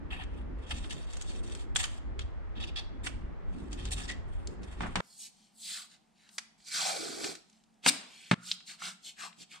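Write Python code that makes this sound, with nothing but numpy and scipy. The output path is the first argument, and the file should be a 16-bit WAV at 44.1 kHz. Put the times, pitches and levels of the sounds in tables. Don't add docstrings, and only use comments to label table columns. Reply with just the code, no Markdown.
import sys
import numpy as np
from scipy import signal
from scipy.fft import rfft, irfft, next_fast_len
from scipy.io import wavfile
from scipy.ndimage import uniform_filter1d, map_coordinates

SR = 44100
rng = np.random.default_rng(int(sys.argv[2]) if len(sys.argv) > 2 else 0)


def master_out(mix):
    frames = np.transpose(np.atleast_2d(mix))
    ceiling = np.clip(frames, -1, 1)
    pcm = np.round(ceiling * 32767).astype(np.int16)
    wavfile.write(sys.argv[1], SR, pcm)


N = 423342
SCENE_CHANGE_S, BREAK_S = 5.009, 8.345

# (start [s], length [s], crunch gain [dB], hiss gain [dB], crunch edge [Hz], hiss [Hz])
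STROKES = [(0.103, 0.12, -43.5, -68.5, 2010, 9000), (0.3, 0.12, -63.5, -79, 2500, 7460),
           (0.581, 0.071, -60.5, -75, 2000, 5700), (0.661, 0.07, -55.5, -63, 2200, 5460),
           (0.706, 0.013, -36.5, -49.5, 2360, 5730), (0.738, 0.05, -55, -55.5, 2590, 5360),
           (0.796, 0.092, -59, -62.5, 2590, 5840), (0.895, 0.036, -48.5, -50, 2800, 5230),
           (0.934, 0.11, -60, -63.5, 2500, 5700), (1.064, 0.33, -60, -61, 2480, 5500),
           (1.428, 0.2, -59.5, -61, 2520, 5700), (1.75, 0.068, -42, -43, 1720, 6240),
           (1.827, 0.014, -40.5, -41.5, 1120, 6500), (1.893, 0.075, -63, -64, 1130, 6020),
           (2.182, 0.041, -54.5, -58.5, 2220, 4600), (2.551, 0.05, -53.5, -64.5, 2510, 4120),
           (2.599, 0.044, -46.5, -51, 2700, 4400), (2.664, 0.021, -56, -51.5, 2500, 4320),
           (2.755, 0.044, -48, -45.5, 2900, 4160), (3.033, 0.033, -49.5, -51.5, 1750, 7080),
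           (3.062, 0.0054, -37, -44.5, 1710, 5640), (3.475, 0.3, -70, -74, 2700, 5600),
           (3.709, 0.03, -58, -59.5, 2670, 5340), (3.77, 0.13, -54, -62, 2720, 5400),
           (3.905, 0.025, -47, -40, 2700, 6500), (3.962, 0.099, -49, -53, 800, 5800),
           (4.077, 0.041, -49, -49, 1810, 4640), (4.263, 0.29, -69.5, -77.5, 2800, 7550),
           (4.612, 0.34, -60, -69.5, 1500, 6150)]
# (time [s], gain [dB], treble gain [dB], left over right [dB])
BLADE_SNIPS = [(0.11, -30, -36, 2), (0.236, -33, -16, 2), (0.7136, -21.5, -24, -2), (0.843, -27.5, -33, -2),
               (0.898, -39, -12, 3), (1.134, -30, -7, 1), (1.1684, -28, -4.5, -1), (1.212, -26, -6, -3),
               (1.221, -25.5, 0, 4), (1.497, -34.5, -10.5, -1), (1.5492, -27, -7, 1),
               (1.7588, -7.5, -21.5, -2), (1.7638, -14, 8, 14), (1.8398, -14.5, -13, 0),
               (2.1915, -22, -16.5, -0.5), (3.041, -36, 0, -8), (3.0687, -18.5, -23, -10),
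               (3.729, -26.5, -6, 2), (3.853, -23, -11, 1.5), (4.099, -23, -15, 7)]
# (fastest at [s], rise [s], fall [s], level [dB], first strip pitch [Hz],
# last strip pitch [Hz], final ring [dB], tilt [dB/oct], thrum level [dB], thrum pitch [Hz])
TAPE_PULLS = [(5.121, 0.16, 0.19, -59, 8650, 4900, -4, 0, -89, 230),
              (5.234, 0.097, 0.076, -46.5, 6000, 2650, 0, 2, -80, 216),
              (5.42, 0.24, 0.16, -68.5, 4950, 2650, 4, -1, -75, 210),
              (5.72, 0.19, 0.17, -42, 7440, 1130, 8, 1.5, -73, 175),
              (5.924, 0.048, 0.07, -60.5, 3000, 1500, 2, -2.5, -88, 216),
              (6.233, 0.11, 0.2, -68, 2570, 1100, 15.5, -1, -91, 216),
              (6.349, 0.064, 0.12, -60, 5500, 4100, 1, 5, -71, 211),
              (7.54, 0.15, 0.15, -72.5, 3000, 2500, 0, -1, -88, 215),
              (7.858, 0.033, 0.025, -41.5, 1400, 1200, -2, -3.5, -61, 260),
              (7.892, 0.043, 0.012, -19, 1800, 1400, 1.5, 0.7, -44, 273),
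              (8.2, 0.23, 0.66, -56.5, 2940, 2080, 4.5, -2.5, -92, 170.4),
              (8.42, 0.087, 0.25, -69, 1340, 1240, 23.5, -2.5, -65, 176),
              (8.5, 0.095, 0.076, -44, 3300, 2400, 0, -0.5, -75, 174),
              (8.69, 0.04, 0.089, -46.5, 4620, 970, 9.5, -1.5, -73, 171),
              (8.855, 0.075, 0.1, -41.5, 1350, 1230, 9.5, -1, -57.5, 181),
              (9.072, 0.058, 0.068, -45.5, 4600, 2850, 4.5, -1, -85, 170),
              (9.228, 0.068, 0.088, -44.5, 1510, 940, 14.5, -2, -59.5, 179),
              (9.421, 0.063, 0.038, -51.5, 4600, 2530, -0.5, -4, -72, 168),
              (9.53, 0.044, 0.085, -52.5, 2780, 965, 11.5, -2.5, -72, 171)]
# (time [s], pitch [Hz])
SCREECH_PITCH = [(6.66, 2250), (6.75, 1480), (6.83, 800), (6.92, 660), (7.0, 410), (7.12, 367), (7.4, 324)]
# (frequency [Hz], width [oct], gain [dB])
CORE_MODES = [(724, 0.21, 11.5), (1490, 0.12, 0.5), (2180, 0.17, 2.5)]
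# (time [s], gain [dB], pitch [Hz], nominal width [oct], t60 [s])
CONTACTS = [(0.906, -43, 3080, 0.12, 0.1), (2.78, -37.5, 3450, 0.1, 0.1), (4.087, -34.5, 1910, 0.12, 0.17),
            (4.4728, -34, 5640, 1.15, 0.017), (4.631, -50.5, 4340, 1.4, 0.059),
            (6.29, -49.5, 3680, 2.2, 0.026), (6.3813, -26.5, 2970, 2.9, 0.04),
            (6.602, -58, 3000, 1.5, 0.04), (6.877, -37, 3500, 1.8, 0.023), (7.2414, -30, 3300, 2.2, 0.05),
            (7.352, -40, 3500, 2.2, 0.039), (7.498, -56, 6000, 1.6, 0.027), (7.528, -60, 4500, 1.6, 0.025),
            (7.6375, -60.5, 5040, 1.6, 0.025), (7.7404, -68, 7000, 1.2, 0.02),
            (7.8625, -14, 2300, 1.7, 0.017), (8.516, -26, 3960, 0.9, 0.035), (8.604, -48, 2600, 1.5, 0.025),
            (8.819, -37, 1110, 0.76, 0.035), (8.853, -32, 4400, 0.39, 0.026),
            (9.328, -49, 2800, 0.74, 0.018)]
# (time [s], level [dB], pitch [Hz], t60 [s])
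RELEASES = [(1.7597, -23.5, 3390, 0.035), (1.764, -21.5, 7500, 0.014), (1.8415, -26.5, 3090, 0.03),
            (2.193, -36, 3450, 0.023), (2.762, -33.5, 3365, 0.11), (7.8623, -12, 2600, 0.0022),
            (8.515, -2, 3950, 0.0025)]
# (time [s], clatter [dB], thump gain [dB], clatter t60 [s], treble tilt [dB/oct])
BLOWS = [(4.8064, -29.5, -34.5, 0.035, -3.5), (4.817, -41, -57, 0.13, 1.5), (4.832, -35.5, -56, 0.16, -8),
         (4.859, -40.5, -40, 0.094, -20), (4.956, -22.5, -32.5, 0.046, 1), (4.968, -37, -31, 0.09, -18),
         (5.0028, -29, -34, 0.052, -4.5), (7.862, -21, -40.5, 0.053, 2), (8.3127, -14, -17, 0.028, -0.5),
         (8.37, -73, -47, 0.1, 0)]
# (time [s], gain [dB])
ROLL_JOLTS = [(7.091, -41), (7.242, -41), (7.863, -24.5)]
# (frequency [Hz], gain [dB], t60 [s])
TABLE_MODES = [(123, -4, 0.28), (179.3, 0, 0.42), (234, -4, 0.29), (301.5, -15.5, 0.25)]
ROLL_MODES = [(262, 4.5, 0.047), (251, -14, 0.36), (182, -10.5, 0.13), (345, -25, 0.044)]
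# (time [s], gain [dB])
SCREECH_ENVELOPE = [(6.58, -70), (6.64, -64), (6.686, -42.5), (6.7, -49), (6.726, -37.5), (6.756, -33.5),
                    (6.898, -33.5), (6.922, -38), (7.18, -44), (7.236, -39.5), (7.255, -37), (7.316, -43),
                    (7.46, -84)]
RUMBLE_ENVELOPE = [(0, -42.5), (0.2, -40), (0.6, -36), (0.66, -44), (0.8, -31), (0.89, -51), (1.38, -49),
                   (1.45, -46), (1.62, -49.5), (1.73, -44.5), (1.97, -52.5), (2.09, -38), (2.25, -37),
                   (2.33, -45.5), (2.65, -43), (2.8, -49), (3.02, -42), (3.27, -35.5), (3.37, -53),
                   (3.55, -45), (3.9, -32), (4.15, -44.5), (4.38, -39.5), (4.55, -46), (4.8, -38),
                   (5, -40.5)]
DRIFT_ENVELOPE = [(0, -42), (0.3, -40), (0.67, -51), (0.78, -40), (1.35, -33.5), (1.46, -34), (1.58, -38),
                  (1.72, -33), (2, -37.5), (2.63, -36.5), (2.8, -37), (3.3, -44.5), (3.5, -31),
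                  (3.68, -61.5), (4.05, -54), (4.15, -40), (4.37, -33.5), (4.7, -51.5), (5, -40)]
RUSH_ENVELOPE = [(0, -55), (0.4, -50.5), (0.7, -54), (0.95, -50), (1.1, -60.5), (1.35, -54.5), (1.5, -50.5),
                 (1.9, -60), (2.2, -52), (2.42, -59.5), (2.6, -53), (2.85, -57), (3.15, -52.5),
                 (3.45, -52.5), (3.7, -50), (4.05, -52.5), (4.3, -53.5), (4.75, -53), (4.84, -48.5),
                 (4.92, -54)]
# (frequency [Hz], relative density [dB])
CRUNCH_SPECTRUM = [(410, -53.5), (700, 16.5), (884, 10), (1230, 5.5), (1660, 8), (2470, 1.5), (3340, -5.5),
                   (3700, -20), (4000, -18.5), (4710, -22.5), (5500, -35.5), (7150, -66), (12100, -120)]
HISS_SPECTRUM = [(2350, 2), (4000, -3), (5590, -8), (7550, -6), (9150, -3), (10200, -18), (11000, -23.5),
                 (13900, -18), (15500, -40)]
SNIP_SPECTRUM = [(240, -69.5), (400, -19), (987, -8), (1320, -2), (2630, -6.5), (3360, 1), (3620, -5.5),
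                 (5230, -8.5), (7670, -6), (9350, -15.5), (11200, -37), (13100, -33), (15500, -52.5)]
GLUE_SPECTRUM = [(60, -44), (130, -10), (220, -7), (330, -6.5), (500, -9), (1050, -8.5), (1500, -0.5),
                 (1850, -4.5), (2600, -0.5), (4500, 2.5), (5800, -1), (8400, 2), (9600, -9), (12000, -15),
                 (15500, -27)]
CLATTER_SPECTRUM = [(120, -25), (200, 3.5), (450, -5), (800, 1), (1250, -1.5), (2400, -4.5), (3500, -8.5),
                    (5700, -19), (8500, -18.5), (10300, -41), (15000, -66)]
RUMBLE_SPECTRUM = [(13, -40), (24, 0), (35, -9.5), (46, 4), (64, -3), (78, -5), (100, -11.5), (120, -19.5),
                   (220, -27.5), (400, -55), (880, -120)]
RUSH_SPECTRUM = [(88, -13.5), (145, -1), (230, -0.5), (380, -5), (532, -17.5), (900, -33.5), (2000, -64)]
BED_HISS_SPECTRUM = [(200, -10), (500, 1.5), (800, -1), (1200, -3.5), (2000, -8.5), (2700, -17), (3500, -22),
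                     (4500, -27.5), (8000, -38), (15000, -63)]
HUSH_SPECTRUM = [(18, -51), (30, -3.5), (97, -12.5), (205, 6.5), (234, -0.5), (274, -4.5), (538, -14.5),
                 (754, -4), (1030, -11.5), (1440, -15.5), (4900, -22), (6200, -23), (8470, -22),
                 (12500, -35), (15000, -51)]
# (frequency [Hz], left-right correlation [-1..1])
WIDE_IMAGE = [(60, -0.18), (300, -0.18), (700, 0.1), (15000, 0.059)]
CENTRED_IMAGE = [(100, 0.25), (400, 0.21), (1200, 0.1), (2500, 0.86), (4500, 0.91), (8000, 0.074),
                 (15000, 0.14)]
# (frequency [Hz], t60 [s])
ROOM_DECAY = [(150, 0.27), (500, 0.42), (3000, 0.52), (8000, 0.37), (15000, 0.26)]


def scissors():
    out = np.zeros((2, N))
    sag_db, release_s, slide_db, slide_s = 2, 0.011, -40.5, 0.04
    fibres = stereo(crackle(N, per_s=950, spread_db=2.5, scatter=1.8, scatter_t60_s=0.051), WIDE_IMAGE)
    fibres = mottled(fibres, depth_db=2.2, window=256, bins=5, frames=8)
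    fibres *= amp(2.6 * wobble(rate_hz=60))
    for start_s, length_s, crunch_db, hiss_db, edge_hz, hiss_hz in STROKES:
        t = np.arange(int((length_s + .25) * SR)) / SR
        after_s = np.maximum(t - length_s, 0)
        attack_s = 0.0044 * 2 ** ((-44 - crunch_db) / 10)
        stroke = (1 - np.exp(-t / attack_s)) * amp(-sag_db * np.minimum(t / length_s, 1))
        stroke *= np.exp(-after_s / release_s) + amp(slide_db) * np.exp(-after_s / slide_s)
        parting = fibres[:, round(start_s * SR):][:, :len(t)]
        steel_hz = 3350 * 2 ** rng.normal(0, 0.05)
        blade = lambda hz: 0.43 + 1 / (1 + (edge_hz / (hz + 1)) ** 6) + 1.6 * hump(hz, steel_hz, 0.4)
        crunch = coloured(filtered(parting, blade), CRUNCH_SPECTRUM)
        hiss = coloured(filtered(parting, lambda hz: hump(hz, hiss_hz, hiss_hz / 5000)), HISS_SPECTRUM)
        add(out, start_s, amp(crunch_db + 0.5) * shaped(crunch, stroke))
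        add(out, start_s, amp(hiss_db + 5.5) * shaped(hiss, stroke))
    return out


def snips(t60_s=0.039):
    out, t = np.zeros((2, N)), np.arange(SR // 5) / SR
    for start_s, db, treble_db, pan_db in BLADE_SNIPS:
        burst = coloured(rng.standard_normal((2, len(t))), SNIP_SPECTRUM)
        burst = coloured(burst, [(3500, 0), (6500, treble_db + 11)])
        envelope = amp(db - 12 - 60 * t / t60_s) * (1 - np.exp(-t / 0.0006))
        add(out, start_s, shaped(burst, envelope) * amp([[pan_db / 2], [-pan_db / 2]]))
    return out


def peel(envelope, strip_hz, ring_db, tilt_db_oct, dip_db):
    size = len(envelope)
    threads = crackle(size, per_s=9000, spread_db=3.5, scatter=0.71, scatter_t60_s=0.033)
    glue = coloured(stereo(threads, CENTRED_IMAGE), GLUE_SPECTRUM)
    hz, t, spectra = signal.stft(glue, SR, nperseg=512)
    hz = hz[:, None] + 1
    strip_hz = np.interp(t * SR, np.arange(size), strip_hz)
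    effort = np.interp(t * SR, np.arange(size), envelope / envelope.max())
    radiated = 1 / np.sqrt(1 + (0.8 * strip_hz / hz) ** 8) + amp(-6.5) * hump(hz, 182, octaves=2.24)
    ring = amp(ring_db + 7 * np.log2(strip_hz[-1] / strip_hz))
    strip = 1 + (ring - 1) * hump(hz, strip_hz, octaves=0.49)
    strip *= amp(dip_db * hump(hz, 3 * strip_hz, octaves=0.83))
    core = 1 + sum((amp(db) - 1) * hump(hz, mode_hz, octaves) for mode_hz, octaves, db in CORE_MODES)
    bright_db = 1.5 * effort * hump(hz, 3800, octaves=0.5) + tilt_db_oct * np.log2(hz / 5000)
    uneven_glue_db = 2 * patches(spectra.shape, bins=4, frames=7) + 0.16 * rng.standard_normal(len(t))
    spectra = spectra * radiated * strip * core * amp(uneven_glue_db + bright_db)
    sound = signal.istft(spectra, SR, nperseg=512)[1][:, :size]
    return sound / filtered(sound, lambda f: f > 2500).std() * envelope


def pulls(drop_db=29.5):
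    out = np.zeros((2, N))
    for peak_s, rise_s, fall_s, db, first_hz, last_hz, ring_db, tilt, thrum_db, thrum_hz in TAPE_PULLS:
        t = np.arange(-1.4 * rise_s, 1.6 * fall_s, 1 / SR)
        flanks = np.maximum(-t / rise_s, 0) ** 2.36 + np.maximum(t / fall_s, 0) ** 2.35
        effort = amp(-drop_db * flanks) * until(next_stop_s(peak_s), peak_s + t)
        length = np.cumsum(effort ** (2 / 3))
        strip_hz = 1 / (1 / first_hz + (1 / last_hz - 1 / first_hz) * length / length[-1])
        add(out, peak_s + t[0], amp(db) * peel(effort, strip_hz, ring_db, tilt, dip_db=0.5))
        add(out, peak_s + t[0], amp(thrum_db) * thrum(effort, thrum_hz))
    return out


def screech():
    out = np.zeros((2, N))
    t = np.arange(SCREECH_ENVELOPE[0][0], SCREECH_ENVELOPE[-1][0], 1 / SR)
    effort = level(SCREECH_ENVELOPE, t)
    strip_hz = np.interp(t, *np.transpose(SCREECH_PITCH))
    add(out, t[0], amp(-0.84) * peel(effort, strip_hz, ring_db=20, tilt_db_oct=-0.5, dip_db=1))
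    add(out, t[0], amp(-61.5) * thrum(effort, pitch_hz=173))
    return out


def thrum(effort, pitch_hz, t60_s=0.25):
    drive = signal.fftconvolve(effort, amp(-60 * np.arange(SR // 2) / SR / t60_s))
    return drive / drive.max() * noise_band(len(drive), pitch_hz, octaves=0.28)


def ticks():
    out, t = np.zeros((2, N)), np.arange(SR // 8) / SR
    for start_s, db, pitch_hz, octaves, t60_s in CONTACTS:
        noise = stereo(rng.standard_normal((2, len(t))), CENTRED_IMAGE)
        ring = filtered(noise, lambda hz: hump(hz, pitch_hz, 1.01 * octaves) / (1 + (hz / 9800) ** 12))
        tick = unit(ring) * amp(db + 0.5 - 60 * t / t60_s) * (1 - np.exp(-t / (0.013 * t60_s))) ** 2
        edge_hz = max(566, pitch_hz / 2 ** (octaves + 0.71))
        add(out, start_s, signal.lfilter(*signal.butter(2, edge_hz, "high", fs=SR), tick))
    return out


def snaps():
    out, t = np.zeros((2, N)), np.arange(SR // 5) / SR
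    for start_s, db, pitch_hz, t60_s in RELEASES:
        envelope = amp(db - 60 * t / t60_s) * (1 - np.exp(-t * pitch_hz))
        add(out, start_s, envelope * np.sin(2 * np.pi * pitch_hz * t))
    return out


def knocks():
    out, t = np.zeros((2, N)), np.arange(SR // 3) / SR
    for start_s, clatter_db, thump_db, t60_s, tilt_db_oct in BLOWS:
        image = WIDE_IMAGE if start_s < SCENE_CHANGE_S else CENTRED_IMAGE
        clatter = coloured(stereo(rng.standard_normal((2, len(t))), image), CLATTER_SPECTRUM)
        hardness = lambda hz: amp(tilt_db_oct * np.log2(np.maximum(hz / 1600, 1)))
        decay = amp(clatter_db - 60 * t / t60_s) + amp(clatter_db - 17 - 60 * t / 0.64)
        clatter = unit(filtered(clatter, hardness)) * decay * (1 - np.exp(-t / 0.00029))
        thump = sum(amp(db - 60 * t / mode_t60_s) * np.sin(2 * np.pi * (hz * t + rng.random()))
                    for hz, db, mode_t60_s in TABLE_MODES)
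        thump *= amp(thump_db - 4) * (1 - np.exp(-t / 0.0049))
        add(out, start_s, (clatter + thump) * until(next_stop_s(start_s), start_s + t))
    return out


def jolts():
    out, t = np.zeros((2, N)), np.arange(SR // 2) / SR
    ring = sum(amp(db - 60 * t / t60_s) * np.sin(2 * np.pi * hz * t) for hz, db, t60_s in ROLL_MODES)
    for start_s, db in ROLL_JOLTS:
        add(out, start_s, amp(db) * ring * (1 - np.exp(-t / 0.0034)))
    return out


def rumble_bed():
    out, t = np.zeros((2, N)), np.arange(0, SCENE_CHANGE_S, 1 / SR)
    size = len(t)
    deep = evened(coloured(rng.standard_normal(size), RUMBLE_SPECTRUM), window_s=0.13)
    quadrature = filtered(deep, lambda hz: 1j)
    drifting = np.array([quadrature, -quadrature]) * level(DRIFT_ENVELOPE, t)
    rumble = amp(-2.5) * (deep * level(RUMBLE_ENVELOPE, t) + drifting)
    rush = stereo(rng.standard_normal((2, size)), WIDE_IMAGE)
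    rush = coloured(mottled(rush, depth_db=3.5, window=1024, bins=4, frames=14), RUSH_SPECTRUM)
    rush *= amp(4 + 1.9 * wobble(rate_hz=24)[:size]) * level(RUSH_ENVELOPE, t)
    bed_hiss = amp(-56) * coloured(stereo(rng.standard_normal((2, size)), WIDE_IMAGE), BED_HISS_SPECTRUM)
    add(out, 0, (rumble + rush + bed_hiss) * until(SCENE_CHANGE_S, t))
    return out


def room_tone():
    hush = amp(-70.5) * coloured(stereo(rng.standard_normal((2, N)), CENTRED_IMAGE), HUSH_SPECTRUM)
    hum = amp(-76.5) * noise_band(N, centre_hz=222.3, octaves=0.06)
    return (hush + hum) * (1 - until(SCENE_CHANGE_S, np.arange(N) / SR))


def room(x):
    hz, t, spectra = signal.stft(rng.standard_normal((2, SR // 2)), SR, nperseg=256)
    tail = signal.istft(spectra * amp(-60 * t / along(ROOM_DECAY, hz)[:, None]), SR, nperseg=256)[1]
    return signal.fftconvolve(x, tail / np.linalg.norm(tail[0]), axes=1)[:, :N]


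def crackle(size, per_s, spread_db, scatter, scatter_t60_s):
    hits = rng.random(size) < per_s / SR
    impulses = hits * amp(spread_db * np.clip(rng.standard_normal(size), -2, 2))
    impulses *= rng.choice([-1, 1], size)
    t = np.arange(SR // 20) / SR
    paths = rng.standard_normal((2, len(t))) * amp(-60 * t / scatter_t60_s)
    paths[0] = filtered(paths[0], lambda hz: hz / (hz + 1800))
    paths[0] *= scatter / np.linalg.norm(paths[0])
    paths[0, 0] = 1
    paths /= np.linalg.norm(paths, axis=1, keepdims=True)
    return signal.fftconvolve(impulses[None], paths, axes=1)[:, :size]


def noise_band(size, centre_hz, octaves):
    return unit(filtered(rng.standard_normal(size), lambda hz: hump(hz, centre_hz, octaves) ** 2))


def wobble(rate_hz):
    knots = rng.standard_normal(int(N * rate_hz / SR) + 4)
    return map_coordinates(knots, [np.arange(N) * rate_hz / SR])


def patches(shape, bins, frames):
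    field = uniform_filter1d(rng.standard_normal(shape), bins, axis=0)
    return unit(uniform_filter1d(field, frames, axis=1))


def mottled(x, depth_db, window, bins, frames):
    spectra = signal.stft(x, SR, nperseg=window)[2]
    spectra *= amp(depth_db * patches(spectra.shape[1:], bins, frames))
    return signal.istft(spectra, SR, nperseg=window)[1][:, :x.shape[-1]]


def filtered(x, response):
    size = x.shape[-1]
    padded = next_fast_len(size + 8192)
    return irfft(rfft(x, padded) * response(np.fft.rfftfreq(padded, 1 / SR)), padded)[..., :size]


def coloured(x, spectrum):
    return unit(filtered(x, lambda hz: amp(along(spectrum, hz))))


def stereo(pair, image):
    angle = lambda hz: np.arccos(np.clip(along(image, hz), -1, 1)) / 2
    mid, side = filtered(pair, lambda hz: np.array([np.cos(angle(hz)), np.sin(angle(hz))]))
    return np.array([mid + side, mid - side])


def hump(hz, centre_hz, octaves):
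    return 1 / np.sqrt(1 + (2 * np.log2((hz + 1) / centre_hz) / octaves) ** 4)


def along(points, hz):
    knots_hz, values = np.transpose(points)
    return np.interp(np.log(hz + 1), np.log(knots_hz + 1), values)


def level(points, t):
    return amp(np.interp(t, *np.transpose(points)))


def evened(x, window_s):
    return x / np.sqrt(np.abs(uniform_filter1d(x ** 2, int(window_s * SR))) + 1e-9)


def shaped(x, envelope):
    return unit(x * envelope) * np.sqrt(np.mean(envelope ** 2))


def next_stop_s(time_s):
    return min([stop_s for stop_s in (SCENE_CHANGE_S, BREAK_S) if stop_s > time_s], default=np.inf)


def until(end_s, t):
    return np.clip((end_s - t) / .002, 0, 1)


def amp(db):
    return 10 ** (np.asarray(db) / 20)


def unit(x):
    return x / np.sqrt(np.mean(x ** 2) + 1e-20)


def add(track, start_s, sound):
    part = track[:, round(start_s * SR):][:, :sound.shape[-1]]
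    part += sound[..., :part.shape[1]]


def scene():
    cutting = scissors() + snips()
    peeling = pulls() + screech()
    clicks = ticks() + snaps()
    blows = knocks() + jolts()
    reverb = room(amp(-13.5) * cutting + amp(-12.5) * peeling + amp(-14) * clicks + amp(-29) * blows)
    return cutting + peeling + clicks + blows + reverb + rumble_bed() + room_tone()


def record(dry):
    top_hz, edge_width_hz = 15700, 300
    return filtered(dry, lambda hz: np.clip((top_hz - hz) / edge_width_hz + .5, 0, 1))


dry = scene()
out = record(dry)
master_out(out)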